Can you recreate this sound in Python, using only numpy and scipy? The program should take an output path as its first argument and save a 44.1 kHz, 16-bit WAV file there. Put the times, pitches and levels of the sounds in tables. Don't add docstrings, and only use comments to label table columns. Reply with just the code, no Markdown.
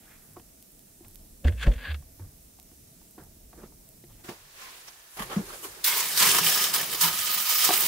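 import sys
import numpy as np
from scipy import signal
from scipy.io import wavfile

SR = 44100
rng = np.random.default_rng(int(sys.argv[2]) if len(sys.argv) > 2 else 0)


def makeup_ratio(level_db):
    decades = np.asarray(level_db, float) / 20
    return 10 ** decades


def master_out(mix):
    frames = np.transpose(np.atleast_2d(mix))
    ceiling = np.clip(frames, -1, 1)
    pcm = np.round(ceiling * 32767).astype(np.int16)
    wavfile.write(sys.argv[1], SR, pcm)


N = 347067
CUT_S = 4.24

# peak time in seconds, peak in dB, rise in seconds,
# fall in seconds per 20 dB, fine fizz against the jet in dB.
FLASHES = [(5.8435, -25.5, .005, 0.4, 0), (5.97, -30.5, .12, .35, -1), (6.095, -32, .04, 0.3, -7),
           (6.194, -22, 0.04, 0.2, -6), (6.225, -22.5, .06, .2, -7), (6.305, -24.5, 0.17, 0.34, -4),
           (6.455, -26.5, .05, 0.21, 5), (6.56, -28.5, 0.28, 0.25, -2), (6.64, -26.5, 0.1, .17, -4.5),
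           (6.739, -25.5, .012, 0.24, -2), (6.94, -36, .12, .45, 0.3), (7.012, -27, .012, .1, 1),
           (7.036, -23.5, .06, .18, -0.6), (7.19, -29.5, .1, 0.44, -5), (7.33, -33, 0.33, 0.7, 5),
           (7.51, -28, 0.2, 0.32, 1.5), (7.59, -32, .05, .2, 10), (7.647, -22.5, .1, 0.11, -1),
           (7.73, -27, 0.15, 0.2, -2), (7.82, -28.5, .25, .62, 4.5)]
# time in seconds, peak in dB.
SPITS = [(6.3134, -8), (6.347, 3), (6.385, 2), (6.463, -2), (6.175, 1), (6.201, -6), (6.226, -4),
         (6.525, -10), (6.575, -8), (6.64, -8), (6.897, -20), (7.27, -10), (7.497, -8), (7.523, -10),
         (7.735, -8), (6.927, -10), (7.008, -3), (7.037, -3), (6.9471, -9), (7.3427, -29), (7.5822, -37),
         (7.7024, -22), (7.8594, -20)]
# time in seconds, drive in dB.
PRESS = [
    (5.9, -2.5),
    (6.22, 3),
    (6.7, 1),
    (6.9, 7.5),
    (7.15, -3.5),
    (7.55, -5),
    (7.72, 2.5),
]
# frequency in Hz, level in dB per Hz.
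JET = [(35, -54), (60, -34), (165, -11), (271, -22), (363, -12), (596, -15.5), (1250, -5), (1430, -5),
       (1720, -14), (2100, -5), (2600, -5.5), (3300, -4), (13000, -5.5)]
# frequency in Hz, correlation from -1 to 1.
JET_ALIKE = [(60, 0.99), (180, 1), (550, 0.91), (1650, 0.61), (4970, 0.27), (15000, 0.04)]
# frequency in Hz, width in Hz,
# level in dB, centre in seconds, spread in seconds.
KETTLE_AND_PLATE = [(3760, 22, 0, 6.5, 0.27), (1090, 90, 10, 6.235, 0.04), (1245, 22, 6, 6.5, 0.4),
                    (1246, 14, 16, 7.4, 0.55), (1680, 93, 4, 6.4, 0.3), (2140, 98, 6, 5.92, 0.089),
                    (3080, 40, 5, 6.6, 0.2), (3060, 45, 4, 7.3, .5), (5200, 200, 3, 7.62, .1),
                    (2900, 500, 0, 6.4, .1), (3420, 60, 4, 5.9, .07), (3100, 40, -3, 6.5, 0.13),
                    (3260, 100, -3, 7.66, 0.05), (5300, 260, 3, 6.57, 0.2), (970, 110, 8, 7.06, 0.045),
                    (430, 40, 4, 5.95, .1), (1000, 150, 3, 5.95, .12), (1500, 200, 3, 5.9, .08),
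         (780, 120, 9, 7.715, .025), (370, 60, 10, 7.72, .03), (200, 60, 6, 7.2, .2),
         (175, 30, 5, 6.27, .06), (430, 30, 3, 6.33, .12), (1240, 60, 6, 6.23, .04),
         (980, 40, 6, 6.36, .04), (1150, 50, 6, 6.36, .04), (340, 40, 4, 6.43, .04), (775, 25, 6, 6.55, .1),
         (400, 60, 5, 6.635, .015), (1000, 250, 5, 6.738, .01), (450, 60, 8, 6.8, .04),
         (670, 50, 6, 6.81, .04), (1750, 60, 3, 6.8, .08), (430, 60, 5, 6.945, .02),
         (1150, 60, 4, 6.96, .03), (1720, 120, 2, 7.02, .02), (1000, 200, 5, 7.5, .012),
         (950, 100, 3, 7.835, .02)]
# frequency in Hz, width in Hz, level in dB.
KETTLE_WALLS = [(1750, 22, -2), (2230, 25, -10), (3020, 40, -2), (3430, 30, -7), (3775, 30, -3),
                (4460, 60, -7), (4830, 45, -3), (5185, 60, -1), (5405, 35, -1), (5940, 50, -6),
                (6690, 60, -5), (8035, 30, -1), (8880, 40, -7), (13690, 60, -2)]
FIZZ_FALL = 0.79
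PLATE_LAG_S, BODY_LAG_S = 0.044, 0.018


def steam():
    wet = slice(int(5.8 * SR), N)
    flow = bursts(FLASHES)[0]
    fine, fine_db = bursts(FLASHES, FIZZ_FALL)
    press_db = np.interp(np.arange(N) / SR, *np.transpose(PRESS))
    plate_db = press_db + 1.3 * lagging_db(flow, PLATE_LAG_S)
    body_db = 0.8 * lagging_db(flow, BODY_LAG_S)

    frying = grains(3000, spread_db=4.2)
    jet = bands(JET, JET_ALIKE, (5.8, 8), patchy_db=1.36, flicker=22.0, grit=.5 * frying,
                tilt=[(300, plate_db), (1300, body_db), (4000, 0 * body_db)])
    close = .7 * jet[:, wet] + .3 * jet[::-1, wet]
    ringing = sum(makeup_ratio(level_db) * resonance(close, hz, width) for hz, width, level_db in KETTLE_WALLS)
    jet[:, wet] = waking(jet[:, wet], 5.8, KETTLE_AND_PLATE) + ringing
    jet = signal.sosfilt(signal.butter(2, 55, "high", fs=SR, output="sos"), jet)

    small = decaying(np.abs(grains(90, spread_db=2.5)), 0.0052)
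    sputter = makeup_ratio(0.7 * drift(60.)) + 0.17 * np.minimum(small / np.std(small), 3)
    kicks = np.zeros(N)
    kicks[[round(s * SR) for s, _ in SPITS]] = makeup_ratio(np.array(SPITS)[:, 1] - 23)
    spits = decaying(kicks, 0.0073)

    fizz = rng.standard_normal((2, N)) + 0.9 * frying
    fizz = rms_one(signal.sosfilt(signal.butter(4, 13000, "high", fs=SR, output="sos"), fizz))
    fizz_gain = fine * makeup_ratio(fine_db + 3.3 + 2.0 * drift(45.)) * sputter
    fizz = fizz_gain * fizz * makeup_ratio([[-.7], [.7]])
    return (flow * sputter * makeup_ratio(1.4) + spits) * jet + fizz


# start in seconds, peak in dB, frequency in Hz,
# hold in seconds, contact in seconds.
BOOMS = [(1.449, -11.5, 60.8, 0.056, 0.005), (1.519, -30, 62.7, 0.25, 0.0041),
         (1.672, -7.5, 46.5, 0.039, 0.0063), (1.756, -27, 62, 0.024, 0.0035),
         (1.88, -21, 78.6, 0.081, 0.031), (2.201, -33, 95.5, 0.046, 0.0091),
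         (5.203, -28, 205, 0.0096, 0.0011), (5.365, -13.5, 196, 0.017, 0.004),
         (5.389, -22.5, 196, 0.02, 0.003), (6.41, -36, 171.3, 0.083, 0.0028),
         (7.03, -34.5, 170.6, 0.058, 0.0024)]
# peak time in seconds, peak in dB, rise in seconds,
# fall in seconds per 20 dB.
SHUDDER = [
    (1.452, -28.5, 0.013, 0.09),
    (1.655, -41, .06, 0.05),
    (1.676, -21, 0.017, 0.0568),
    (1.9, -48, 0.44, 0.14),
]
# frequency in Hz, width in Hz, level in dB.
WALL_PEAKS = [(120, 24, 1), (190, 98, -1.5), (239, 49, 0.5), (318, 21, -12), (454, 44, -5.5), (560, 90, -8)]
# peak time in seconds, peak in dB, rise in seconds,
# fall in seconds per 20 dB.
DRAG = [(1.446, -43, .005, .05), (1.477, -35, .012, 0.03), (1.632, -34.5, 0.045, 0.05),
        (1.668, -41, 0.003, 0.04), (1.524, -51, .012, .04), (1.59, -51, .03, .1), (1.718, -44, 0.005, 0.03),
        (1.737, -44, .012, .02), (1.758, -51, .01, .04), (1.781, -47, 0.004, 0.16),
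        (1.86, -40.5, 0.085, 0.08), (1.915, -38, 0.11, 0.025), (1.944, -41, 0.002, 0.02)]
# frequency in Hz, width in Hz, level in dB.
DRAG_PEAKS = [(830, 450, -14.5), (1120, 100, -6), (1630, 260, -3), (2300, 280, -7), (2610, 180, -4.5),
              (3450, 730, -10.5), (4120, 230, -9.5), (4740, 110, 0)]
# frequency in Hz, width in Hz, level in dB,
# centre in seconds, spread in seconds.
LATCH = [(1550, 200, 8, 1.452, .008), (2700, 300, 0, 1.46, .02), (1950, 300, 7, 1.484, .008),
         (1520, 150, 9, 1.638, .02), (3400, 400, 2, 1.63, .015), (2650, 200, 5, 1.59, .02),
         (1100, 900, 12, 1.67, .008), (1650, 150, 3, 1.87, .05), (3450, 200, 5, 1.72, .01)]
WEDGE_RISE, SAG = 3.4, -.45


def door():
    booms = sum(struck(*boom, SAG if k else WEDGE_RISE) for k, boom in enumerate(BOOMS))
    walls = bursts(SHUDDER)[0] * makeup_ratio(-1.5) * through(rng.standard_normal(N), WALL_PEAKS)

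    catch_count = np.floor(np.cumsum(300 * makeup_ratio(1.5 * drift(60.)) / SR))
    catches = np.diff(catch_count, prepend=0) * rng.uniform(0.21, 1, N)
    slips = 0.64 * rms_one(catches) + .5 * grains(1500, spread_db=3.0) + 0.49 * rng.standard_normal(N)
    edge = through(slips, DRAG_PEAKS)
    edge = signal.sosfilt(signal.cheby2(6, 30, 5100, fs=SR, output="sos"), edge)
    edge[:2 * SR] = waking(edge[:2 * SR], 0, LATCH)
    spray = makeup_ratio(-13) * rms_one(resonance(slips, 6500, 3300))
    spray *= np.arange(N) < 1.75 * SR
    return booms + walls + bursts(DRAG)[0] * makeup_ratio(-1.0) * (rms_one(edge) + spray)


def struck(s, peak_db, hz, hold, contact, rise):
    out, at = np.zeros(N + SR), round(s * SR)
    t = np.arange(SR // 2) / SR
    envelope = np.exp(-(t / hold) ** 2) * (1 - np.exp(-t / contact))
    out[at:at + len(t)] = -makeup_ratio(peak_db) * envelope * np.sin(2 * np.pi * hz * t * (1 + rise * t))
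    return out[:N]


# time in seconds, peak in dB, crack in dB, hardness in dB per octave.
KNOCKS = [(0.368, -33, -22, -4), (0.397, -38, -11, -8), (1.007, -44, -24, -19.5), (1.047, -52, 3, -5),
          (1.45, -27.5, -30, -3), (1.482, -36, 4, -16), (1.666, -30, -5, -1), (1.944, -43, 9.5, -6),
          (2.024, -51, -5, 1), (2.195, -38.5, -17.5, -10), (2.588, -47.5, -11, 2.5),
          (2.715, -45.5, -14, -14), (3.015, -51, -30, 1), (3.41, -50, -30, -8), (3.18, -39.5, -26, 2),
          (3.53, -46, -9, -1), (3.722, -46, -17, -5), (4.039, -41, -10.5, -16), (4.244, -39.5, -8, -8.5),
          (4.29, -26, -11, -7.5), (5.36, -24, -15, -5), (7.691, -13, -22, 2), (7.705, -13, -6.5, 0.5)]
# frequency in Hz, level in dB, 60 dB decay time in seconds.
PLANKS = [(233, -9.5, 0.029), (344, -1.5, 0.084), (477, -12.5, 0.09), (725, 0, 0.06), (914, -3, 0.035),
          (1130, -2.5, 0.032)]


def knocks():
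    s, peak_db, crack_db, hardness = np.array(KNOCKS).T
    at, out = [round(k * SR) for k in s], np.zeros(N)
    for hz, level_db, t60 in PLANKS:
        chance_db = rng.normal(0, 4.1, len(at))
        strike_db = peak_db + level_db - 11 + hardness * np.log2(hz / 500) + chance_db
        clicks = np.full(N, 1e-18)
        clicks[at] = makeup_ratio(strike_db) * rng.choice([-1, 1], len(at))
        r, w = makeup_ratio(-60 / (t60 * SR)), 2 * np.pi * hz / SR
        out += signal.lfilter([0, np.sin(w)], [1, -2 * r * np.cos(w), r * r], clicks)
    blows = np.full(N, 1e-18)
    blows[at] = makeup_ratio(peak_db + crack_db - 4.0)
    splinters = rms_one(resonance(rng.standard_normal(N), 1400, 2000))
    out += decaying(blows, 0.0053) * splinters
    return signal.sosfilt(signal.butter(2, [170, 4500], "band", fs=SR, output="sos"), out)


# peak time in seconds, peak in dB, rise in seconds, fall in seconds per 20 dB,
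# brightness in dB.
BOOTS = [(.12, -69, .6, 0.4, 14.5), (.366, -46, .006, 0.05, -14), (1.048, -57, .043, 0.2, -17),
         (2.2, -47, 0.01, 0.03, -12), (2.225, -52, .03, .08, -9), (3.184, -44, 0.0089, .085, -11),
         (3.532, -50, .01, 0.1, -14), (3.59, -46, .03, .08, -11), (3.638, -44, 0.04, 0.06, -9),
         (4.1, -64, .02, 0.15, 5), (4.2, -63, .04, .06, 6)]
# frequency in Hz, level in dB per Hz.
SNOW = [(88, -44), (150, -11), (832, -16), (941, -26), (1280, -12.5), (1750, -25.5), (2690, -27),
        (6000, -44), (7800, -62), (13200, -120)]


def boots():
    gain, bright_db = bursts(BOOTS)
    crunch = bands(SNOW, JET_ALIKE, (0, 4.3), patchy_db=4.5, flicker=15.0,
                   grit=0.14 * grains(700, spread_db=4.0), tilt=[(500, 0 * bright_db), (2000, bright_db)])
    return gain * makeup_ratio(4.5) * crunch


# peak time in seconds, peak in dB, rise in seconds,
# fall in seconds per 20 dB, lows in dB.
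MOVES = [(4.245, -51, 0.004, 0.13, 2.1), (4.291, -43, .02, 0.08, 4), (4.62, -45.5, .14, .5, -12),
         (4.884, -46, 0.02, 0.03, -9), (5.15, -58.5, 0.14, 2, -16), (5.172, -44, .01, .05, 0),
         (5.196, -37.5, 0.012, 0.05, -3), (5.224, -37, 0.018, 0.04, -2), (5.302, -44, .015, .1, 5),
         (5.33, -39, 0.05, 0.06, 0), (5.362, -44, .006, .13, 9), (5.27, -49, .1, .1, 0),
         (5.535, -50, .015, .08, 3), (5.5, -49.5, 0.25, 0.4, -2), (5.645, -44, .025, .08, -4),
         (5.74, -52, .25, 0.7, -2.5)]
# frequency in Hz, level in dB per Hz.
ROOM_TONE = [(88, -35), (150, -7.5), (205, -12), (270, -13.5), (334, -4.5), (431, -10), (1120, -7.5),
             (1360, -7), (1830, -8.5), (16000, -15.5)]
# frequency in Hz, correlation from -1 to 1.
ROOM_ALIKE = [(60, 0.99), (180, 0.98), (550, 0.71), (1650, -0.13), (4970, 0.068), (15000, -0.19)]
# frequency in Hz, width in Hz, level in dB,
# centre in seconds, spread in seconds.
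HANDLE = [(1150, 120, 8, 5.215, .03), (1850, 150, 8, 5.215, .03), (3100, 250, 3, 5.205, .025),
          (750, 150, 6, 5.18, .03), (11000, 2500, 6, 5.19, .09), (1200, 250, 5, 5.33, .03),
          (3050, 300, 4, 5.325, .02), (300, 160, 8, 5.42, .035), (370, 90, 9, 5.5, .02),
          (1000, 400, 7, 5.5, .015), (560, 120, 6, 5.545, .02), (1400, 500, 7, 5.535, .012),
          (350, 80, 10, 5.66, .04), (1100, 300, 7, 5.65, .02), (3000, 200, 7, 5.64, .015),
          (12000, 6000, 9, 5.645, .02), (10000, 8000, 2, 5.6, .2), (5600, 500, 8, 4.884, .01),
          (400, 100, 8, 5.78, .02), (1050, 60, 7, 4.68, .08)]
FIRE_DB, FIRE_LOWS_DB, DULL_PER_DB = -59.5, -6.5, 0.47


def indoors():
    fire = (CUT_S, FIRE_DB, .01, 100, FIRE_LOWS_DB)
    gain, lows_db = bursts(MOVES + [fire])
    highs_db = -DULL_PER_DB * np.maximum(20 * np.log10(gain), FIRE_DB)
    rustle = bands(ROOM_TONE, ROOM_ALIKE, (4.2, 5.9), patchy_db=1.0, flicker=31.0,
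                   grit=0.31 * grains(1200, spread_db=3.0),
                   tilt=[(450, lows_db), (2000, 0 * lows_db), (10000, highs_db)])
    near = slice(int(4.2 * SR), int(5.9 * SR))
    rustle[:, near] = waking(rustle[:, near], 4.2, HANDLE)
    return gain * makeup_ratio(4.5) * rustle


# time in seconds, peak in dB, left minus right in dB, body below the bright edge in dB.
TICKS = [(0.139, -43, -0.5, -17), (0.334, -39, -1.0, -20), (0.626, -35, 3, -12), (0.7053, -43, 2.0, -20),
         (0.7194, -40, -3.0, -23), (0.7931, -38, -5, -15), (1.083, -34, -5.5, -21), (1.1108, -40, 1.0, -21),
         (1.1464, -36.5, -6.5, -22), (1.1575, -33.5, -14, -11), (2.599, -35, -8, -9),
         (2.629, -37, 1.5, -18), (3.03, -41, -2.5, -17), (3.11, -38, -8, -20), (3.238, -38, -7, -23),
         (3.6171, -45, 4.0, -23), (3.89, -36, -4.5, -18)]


def ticks():
    edge, body = np.full((2, 2, N), 1e-18)
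    for s, peak_db, pan_db, body_db in TICKS:
        at = round(s * SR)
        sides = makeup_ratio(peak_db + 12.0 + np.c_[[pan_db / 2, -pan_db / 2]])
        edge[:, [at, at + 14]] += sides * [1, -.4]
        body[:, [at]] += sides * makeup_ratio(body_db + 6.0)
    edge = signal.sosfilt(signal.butter(3, 9500, "high", fs=SR, output="sos"), edge)
    return edge + signal.sosfilt(signal.butter(2, [2500, 9500], "band", fs=SR, output="sos"), body)


# frequency in Hz, width in Hz, level in dB.
DRAUGHT = [(659, 23, -76.5), (1036, 46, -77), (1740, 61, -71)]


def draught():
    out = np.zeros(N)
    inside = (np.arange(N) / SR > CUT_S) * 1.
    for k, (hz, width, level_db) in enumerate(DRAUGHT):
        tone = rms_one(resonance(rng.standard_normal(N), hz, width))
        out += makeup_ratio(level_db + 2.2 * drift(10.0)) * tone * (inside if k else 1)
    return out


# peak time in seconds, peak in dB, rise in seconds,
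# fall in seconds per 20 dB.
RUMBLE = [(0.42, -53, .5, 0.25), (1.3, -58, 1.0, 0.5), (2.01, -46, .04, 0.36), (2.24, -49.5, .15, 0.36),
          (2.9, -59.5, 0.97, 0), (3.75, -55, 0.87, .25), (4.15, -54, .4, 0.7), (5.2, -46, .04, .2),
          (5.38, -44, 0.08, 0.15), (5.7, -59, .15, .2), (1.05, -56, .06, .2), (2.5, -55, .08, .2),
          (3.2, -54, .05, .25), (6.21, -62, .1, .6), (7.05, -59, 0.2, .4)]
# frequency in Hz, level in dB per Hz.
RUMBLE_TONE = [(12, -34), (20, 0), (49, -1.5), (86, -3.5), (130, -8), (173, -34), (250, -25.5), (320, -12),
               (550, -120)]
# frequency in Hz, correlation from -1 to 1.
NIGHT_ALIKE = [(60, 1), (180, 1), (550, -0.31), (1650, 0.21), (4970, 0.15), (15000, -0.051)]
STILL_DB, INDOOR_CALM_DB = -69, 5.5


def rumble():
    still = makeup_ratio(STILL_DB - INDOOR_CALM_DB * (np.arange(N) / SR > CUT_S))
    lows = bands(RUMBLE_TONE, NIGHT_ALIKE, (0, 8), patchy_db=5.0, flicker=3.3)
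    return (bursts(RUMBLE)[0] + still) * lows


# frequency in Hz, level in dB per Hz.
NIGHT = [(88, -31), (150, -1), (190, 0), (566, -11), (675, -11), (821, -19), (1240, -22), (4000, -20),
         (6640, -14), (15100, -12), (16000, -15)]
NIGHT_DB = -58


def night():
    return makeup_ratio(NIGHT_DB + 3.0) * bands(NIGHT, NIGHT_ALIKE, (0, 4.3), patchy_db=0.64, flicker=3.2)


def bands(spectrum, alike, span, patchy_db, flicker, grit=0., tilt=None):
    a, b = (min(int(s * SR), N) for s in span)
    out, edges = np.zeros((2, N)), 20 * 2 ** np.arange(0, 10, .5)
    white = rng.standard_normal((2, 2, b - a)) + (grit + np.zeros(N))[a:b] * [[1], [.6]]
    for k, (low, high) in enumerate(zip(edges, np.append(edges[1:], 17500))):
        hz = np.sqrt(low * high)
        if not spectrum[0][0] <= hz <= spectrum[-1][0]:
            continue
        mid, side = signal.sosfilt(signal.butter(2, [low, high], "band", fs=SR, output="sos"), white[k % 2])
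        like = np.clip(at_hz(alike, hz), -1, 1)
        level_db = at_hz(spectrum, hz) + patchy_db * drift(flicker)[a:b]
        if tilt:
            anchors = np.log([p[0] for p in tilt])
            for row, (_, curve) in zip(np.eye(len(tilt)), tilt):
                share = np.interp(np.log(hz), anchors, row)
                level_db = level_db + share * (curve[a:b] - np.mean(curve[a:b]))
        stereo = np.sqrt(1 + like) * mid + np.sqrt(1 - like) * side * [[1], [-1]]
        out[:, a:b] += makeup_ratio(level_db) * stereo
    return out / np.sqrt(np.mean(out[:, a:b] ** 2))


def bursts(rows, fall_share=0.96):
    t = np.arange(0, N + 32, 32) / SR
    s, peak_db, rise, fall, *own = np.transpose(rows)[:, :, None]
    below_peak = np.maximum((s - t) / rise, (t - s) / (fall * fall_share))
    power = makeup_ratio(2 * np.maximum(peak_db - 20 * below_peak, -300))
    total = power.sum(axis=0)
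    curves = [np.sqrt(total)] + [(power * v).sum(axis=0) / total for v in own]
    return [np.interp(np.arange(N) / SR, t, c) for c in curves]


def resonance(x, hz, width):
    r = np.exp(-np.pi * width / SR)
    return signal.lfilter([(1 - r * r) / 2, 0, (r * r - 1) / 2],
                          [1, -2 * r * np.cos(2 * np.pi * hz / SR), r * r], x)


def through(x, peaks):
    return rms_one(sum((-1) ** k * makeup_ratio(level_db) * resonance(x, hz, width)
                       for k, (hz, width, level_db) in enumerate(peaks)))


def waking(x, start_s, table):
    t = start_s + np.arange(x.shape[-1]) / SR
    return x + sum(makeup_ratio(level_db) * np.exp(-((t - s) / spread) ** 2) * resonance(x, hz, width)
                   for hz, width, level_db, s, spread in table)


def decaying(x, fall_s):
    return signal.lfilter([1], [1, -np.exp(-1 / (fall_s * SR))], x)


def lagging_db(gain, lag_s):
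    r = np.exp(-1 / (lag_s * SR))
    follower = signal.lfilter([1 - r], [1, -r], gain)
    return np.clip(20 * np.log10(follower / gain + 1e-9), -25, 12)


def grains(per_s, spread_db):
    sizes = makeup_ratio(spread_db * np.minimum(rng.exponential(1, N), 5)) * rng.choice([-1, 1], N)
    return rms_one(sizes * (rng.random(N) < per_s / SR))


def drift(rate):
    r = np.exp(-40 * np.pi * rate / SR)
    slow = signal.lfilter([1], [1, -2 * r, r * r], rng.standard_normal(N // 20 + 3002))[3000:]
    return np.interp(np.arange(N) / 20, np.arange(len(slow)), rms_one(slow))


def at_hz(points, hz):
    points = np.array(points)
    return np.interp(np.log(hz), np.log(points[:, 0]), points[:, 1])


def rms_one(x):
    return x / np.sqrt(np.mean(x ** 2) + 1e-20)


# time in seconds, left minus right in dB.
LEAN = [
    (0.0, -2.4),
    (6.8, -1.55),
    (7.2, -2.5),
]


def scene():
    wood = door() + knocks() + draught()
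    echo = makeup_ratio(-21) * np.roll(wood, 260) + makeup_ratio(-1) * np.roll(np.diff(wood, prepend=0), 90)
    lean_db = np.interp(np.arange(N) / SR, *np.transpose(LEAN))
    airy = (night() + boots() + indoors() + steam()) * makeup_ratio(np.array([lean_db / 2, -lean_db / 2]))
    return wood + echo * [[1], [-1]] + ticks() + rumble() + airy


def roll_off(x):
    return signal.sosfilt(signal.butter(12, 17030, fs=SR, output="sos"), x)


def record(dry):
    rounded = .8 * np.tanh(dry / .8)
    mix = signal.sosfilt(signal.ellip(12, .2, 70, 15730, fs=SR, output="sos"), rounded)
    return roll_off(mix)


dry = scene()
out = record(dry)
master_out(out)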